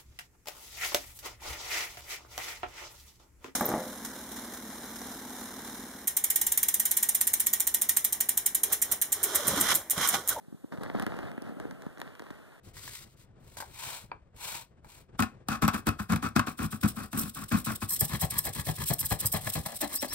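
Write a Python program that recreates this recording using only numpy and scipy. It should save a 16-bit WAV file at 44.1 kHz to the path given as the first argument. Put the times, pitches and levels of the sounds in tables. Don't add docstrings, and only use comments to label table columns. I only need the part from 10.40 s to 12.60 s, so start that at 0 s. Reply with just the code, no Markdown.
import sys
import numpy as np
from scipy import signal
from scipy.fft import rfft, irfft
from scipy.io import wavfile
from scipy.ndimage import uniform_filter1d

SR = 44100
rng = np.random.default_rng(int(sys.argv[2]) if len(sys.argv) > 2 else 0)


def generate_wav(sig):
    pcm = np.round(np.clip(np.atleast_2d(sig).T, -1, 1) * 32767).astype(np.int16)
    wavfile.write(sys.argv[1], SR, pcm)


N = 97020
FFT_SIZE = 2 ** 17
HZ = np.maximum(np.arange(FFT_SIZE // 2 + 1) * SR / FFT_SIZE, 1)
TIME = np.arange(N) / SR

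# (frequency [Hz], level [dB])
SPARK_EQ = [(1000, -59), (2600, -1.5), (3800, 2), (5500, 2.5), (7400, 0), (9200, 3), (11000, -2.5),
            (13500, 1)]


def from_db(db):
    return 10 ** (np.asarray(db) / 20)


def colour(eq, hz=HZ):
    points_hz, db = np.transpose(eq)
    return from_db(np.interp(np.log(hz), np.log(points_hz), db))


def filtered(x, response):
    return irfft(rfft(x, FFT_SIZE) * response, FFT_SIZE)[..., :N]


def texture(x, response):
    y = filtered(x, response)
    return y / np.sqrt(np.mean(y ** 2) + 1e-20)


def pulse(x, response, db, peak_s, size=4096):
    y = np.roll(irfft(rfft(x, size) * response[::FFT_SIZE // size], size), size // 2)
    peak_power = uniform_filter1d(y * y, int(peak_s * SR)).max()
    return y * from_db(db) / np.sqrt(peak_power + 1e-20)


def add(out, y, centre_s):
    start = int(np.clip(centre_s * SR - len(y) // 2, 0, N - len(y)))
    out[start:start + len(y)] += y


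def ports(x, in_phase_hz=1294):
    turn = np.exp(-.5j * np.pi * np.abs(HZ - in_phase_hz) / in_phase_hz)
    return filtered(x, np.array([turn, turn.conj()]))


def room_rumble():
    # (frequency [Hz], level [dB])
    rumble_eq = [(25, -36), (70, -27), (170, -4), (400, -8.5), (650, -24), (1300, -43), (2500, -29.5),
                 (5000, -36.5), (14000, -37)]
    return ports(from_db(-61.5) * texture(rng.standard_normal(N), colour(rumble_eq)))


def microphone_hiss():
    # (frequency [Hz], level [dB])
    hiss_eq = [(40, -22), (110, -16), (300, 3), (1000, 3), (1900, -23), (2600, -25), (3400, 5),
               (5000, -6.5), (8500, 4.5), (11000, 3), (13500, 2.5)]
    return from_db(-69.5) * texture(rng.standard_normal((2, N)), colour(hiss_eq))


def tub_and_basement(x, t60_s=4.6):
    # (frequency [Hz], level [dB])
    tub_eq = [(40, -58), (100, -39), (250, -30), (500, -1), (900, -8), (1400, 8), (1900, -3), (2600, 11),
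              (5000, -7.5), (14000, 1.5)]
    # (frequency [Hz], level [dB])
    basement_eq = [(30, -72), (80, -63), (280, -7.5), (550, -0.5), (900, 0), (1500, -17), (2000, 2),
                   (2600, -16), (4500, -4), (14000, -32)]
    tails = rng.standard_normal((3, N)) * from_db(-60 * TIME / t60_s)
    tails /= np.linalg.norm(tails, axis=1, keepdims=True)
    rings = signal.fftconvolve(x[None], tails, axes=1)[:, :N]
    tub = from_db(-13) * ports(filtered(rings[0], colour(tub_eq)))
    basement = from_db(-11.5) * filtered(rings[1:], colour(basement_eq))
    return tub + basement


def wall_bending(bass_lag_s=0.00684, knee_hz=229.7):
    lag_s = bass_lag_s / (1 + (HZ / knee_hz) ** 1.48)
    return np.exp(-2j * np.pi * np.cumsum(lag_s) * SR / FFT_SIZE)


def grains(per_s, spread_db):
    sizes = from_db(spread_db * np.minimum(rng.exponential(1, N), 4))
    signs = rng.choice([-1, 1], N)
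    return sizes * signs * (rng.random(N) < per_s / SR)


def grit_patter():
    # (time [s], bass level [dB], mid level [dB])
    shower = [(.312, -66, -68), (0.324, -45, -43), (.36, -46, -50), (0.405, -53, -54), (0.414, -42.5, -45),
              (.46, -45.5, -45), (0.534, -47, -50.5), (0.553, -43, -42.5), (0.637, -38.5, -39.5),
              (0.656, -62, -50.5), (.68, -42.5, -46), (0.792, -45, -45.5), (0.89, -44, -45.5),
              (.95, -45.5, -72), (1.005, -56, -84), (1.021, -41, -61), (1.046, -50.5, -51),
              (1.091, -40, -48), (1.149, -47.5, -71), (1.211, -43, -49), (1.292, -44.5, -57.5),
              (1.38, -54.5, -60.5), (1.441, -53, -52.5), (1.56, -67, -60.5), (1.598, -49.5, -53),
              (1.68, -59, -49.5), (1.777, -68, -64.5), (1.817, -66, -54.5), (1.95, -72, -52.5),
              (2.0, -61, -57.5), (2.2, -83, -57.5)]
    # (frequency [Hz], level [dB])
    bass_eq = [(30, -48), (70, -12), (130, -4), (220, 2), (300, -5), (450, -9), (700, -12.5), (2000, -54.5)]
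    # (frequency [Hz], level [dB])
    mid_eq = [(150, 4.5), (350, -2), (550, -1), (900, -2.5), (1300, -2.5), (1800, -3.5), (2550, -23),
              (3400, -17.5), (4800, -22.5), (6500, -36), (14000, -45)]
    times, *faders = np.transpose(shower)
    bass_db, mid_db = (np.interp(TIME, times, fader) for fader in faders)
    grit, wall = grains(per_s=2600, spread_db=2.4), wall_bending()
    bass = from_db(bass_db) * texture(grit, colour(bass_eq) * wall)
    mids = from_db(mid_db) * texture(grit, colour(mid_eq) * wall)
    discharges = [grains(per_s=540, spread_db=-1) for side in "LR"]
    fizz = from_db(-27.5 + 0.8 * mid_db) * texture(discharges, colour(SPARK_EQ))
    return ports(bass + mids) + fizz


def static_snap(db, decay_s=.0009, sputter_db=7, vary_db=2.0, size=512):
    bursts = rng.standard_normal((3, size)) * np.exp(-TIME[:size] / decay_s)
    bursts *= from_db(sputter_db) / np.linalg.norm(bursts, axis=1, keepdims=True)
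    bursts[0, int(decay_s * SR / 2)] += 1
    eq = [(hz, level + vary_db * rng.standard_normal()) for hz, level in SPARK_EQ]
    return [pulse(burst, colour(eq), db, peak_s=.003) for burst in bursts]


def contact(scatter_db, decay_s=.005, size=2048):
    click = rng.standard_normal(size) * np.exp(-TIME[:size] / decay_s)
    click *= from_db(scatter_db) / np.linalg.norm(click)
    click[0] += 1
    return click


def speck_hits(direct_share=0.63, thump_centre_hz=240.3, snap_lead_s=.00045):
    # (time [s], snap level [dB], tick level [dB], thump level [dB], thump pitch [Hz])
    landings = [(0.0812, -88, -81, -41, 188), (.125, -87, -56.5, -35, 240), (0.1436, -95, -69, -36.5, 202),
                (0.2402, -85, -58, -39, 268), (.244, -85, -57, -32.5, 253), (0.3228, -63, -42.5, -43, 300),
                (0.3288, -75, -43.5, -40.5, 306), (0.3397, -58, -52, -43, 325),
                (0.375, -62, -43.5, -48, 300), (0.383, -66, -44.5, -31, 178), (0.409, -75, -52, -34.5, 340),
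                (0.419, -59, -57, -38.5, 270), (.434, -54, -37, -34, 280), (.436, -44.5, -42, -55, 276),
                (0.462, -77, -36, -34.5, 296), (0.4997, -72, -33, -32, 272), (0.548, -78, -44, -24, 460),
                (0.552, -75, -33, -25.5, 216), (0.5612, -71, -37, -29, 209), (0.5714, -76, -38.5, -43, 296),
                (0.5982, -40, -31, -33, 235), (0.6238, -41, -35.5, -56, 270), (0.6254, -48, -38, -45, 286),
                (0.6345, -60, -41, -30.5, 245), (.666, -41.5, -27, -26.5, 252),
                (0.6755, -75, -35, -29.5, 272), (0.7213, -74, -35, -32.5, 241.4),
                (0.741, -90, -37, -36.5, 268), (0.7685, -56, -51, -58, 306),
                (0.7896, -47.5, -33, -34.5, 229.4), (0.83, -73, -38.5, -34.5, 257),
                (.857, -76, -50, -38.5, 144), (0.9165, -53.5, -41.5, -43, 275),
                (0.9789, -59.5, -38, -30, 270), (1.0168, -75, -51.5, -46, 300),
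                (1.0217, -47, -50, -37, 275), (1.1187, -79, -53, -40.5, 206), (1.168, -99, -49.5, -34, 228),
                (1.2003, -49, -36, -36.5, 286), (1.253, -63, -42.5, -29, 315),
                (1.311, -51, -41, -37.5, 243), (1.323, -80, -51, -38, 160), (1.4217, -51.5, -43, -71, 280),
                (1.465, -62, -41, -29.5, 227), (1.5743, -67, -44, -47, 305), (1.5831, -58, -48, -56, 290.5),
                (1.5943, -60, -50, -41, 397), (1.6019, -45, -40, -51, 340),
                (1.6165, -42.5, -30.5, -41.5, 373), (1.677, -66, -41, -46, 310),
                (1.753, -59, -44.5, -56, 298), (1.7957, -48.5, -37.5, -47.5, 297.4),
                (1.802, -66, -46, -38.5, 294), (1.8216, -54.5, -44.5, -38.5, 408),
                (1.8401, -63, -48, -52, 300), (1.8672, -67, -45, -45.5, 310), (1.905, -58, -39, -40, 338),
                (1.9082, -54, -56, -35.5, 189)]
    # (frequency [Hz], level [dB])
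    tick_eq = [(100, -35), (300, -28), (500, -1), (1400, 0.5), (1850, 0), (2500, -13), (3400, -13),
               (4400, -20.5), (6000, -33), (14000, -58)]
    # (frequency [Hz], level [dB])
    thump_eq = [(30, -49), (70, -10), (130, -4), (220, 4.5), (330, -2), (500, -18.5), (900, -32.5),
                (2500, -91)]
    body, snaps, wall = np.zeros(N), np.zeros((3, N)), wall_bending()
    octaves = np.log2(np.clip(HZ, 300, 5000))
    for at_s, snap_db, tick_db, thump_db, pitch_hz in landings:
        for path, snap in zip(snaps, static_snap(snap_db)):
            add(path, snap, at_s - snap_lead_s)
        db_per_octave = 0.33 * np.clip(tick_db - thump_db, -20, 12)
        tick = colour(tick_eq) * wall * from_db(db_per_octave * octaves)
        thump = colour(thump_eq, HZ * thump_centre_hz / pitch_hz) * wall
        add(body, pulse(contact(scatter_db=-5), tick, tick_db, peak_s=0.0012), at_s)
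        add(body, pulse(contact(scatter_db=-10), thump, thump_db, peak_s=0.0019), at_s)
    direct = np.sqrt(direct_share) * snaps[0]
    diffuse = np.sqrt(1 - direct_share) * snaps[1:]
    return ports(body + direct) + diffuse


def scene():
    bed = room_rumble() + microphone_hiss()
    dust = grit_patter() + speck_hits()
    return bed + tub_and_basement(dust[0]) + dust


def record(dry):
    cutoff_hz = 14000
    return filtered(dry, 1 / np.sqrt(1 + (HZ / cutoff_hz) ** 160))


dry = scene()
out = record(dry)
generate_wav(out)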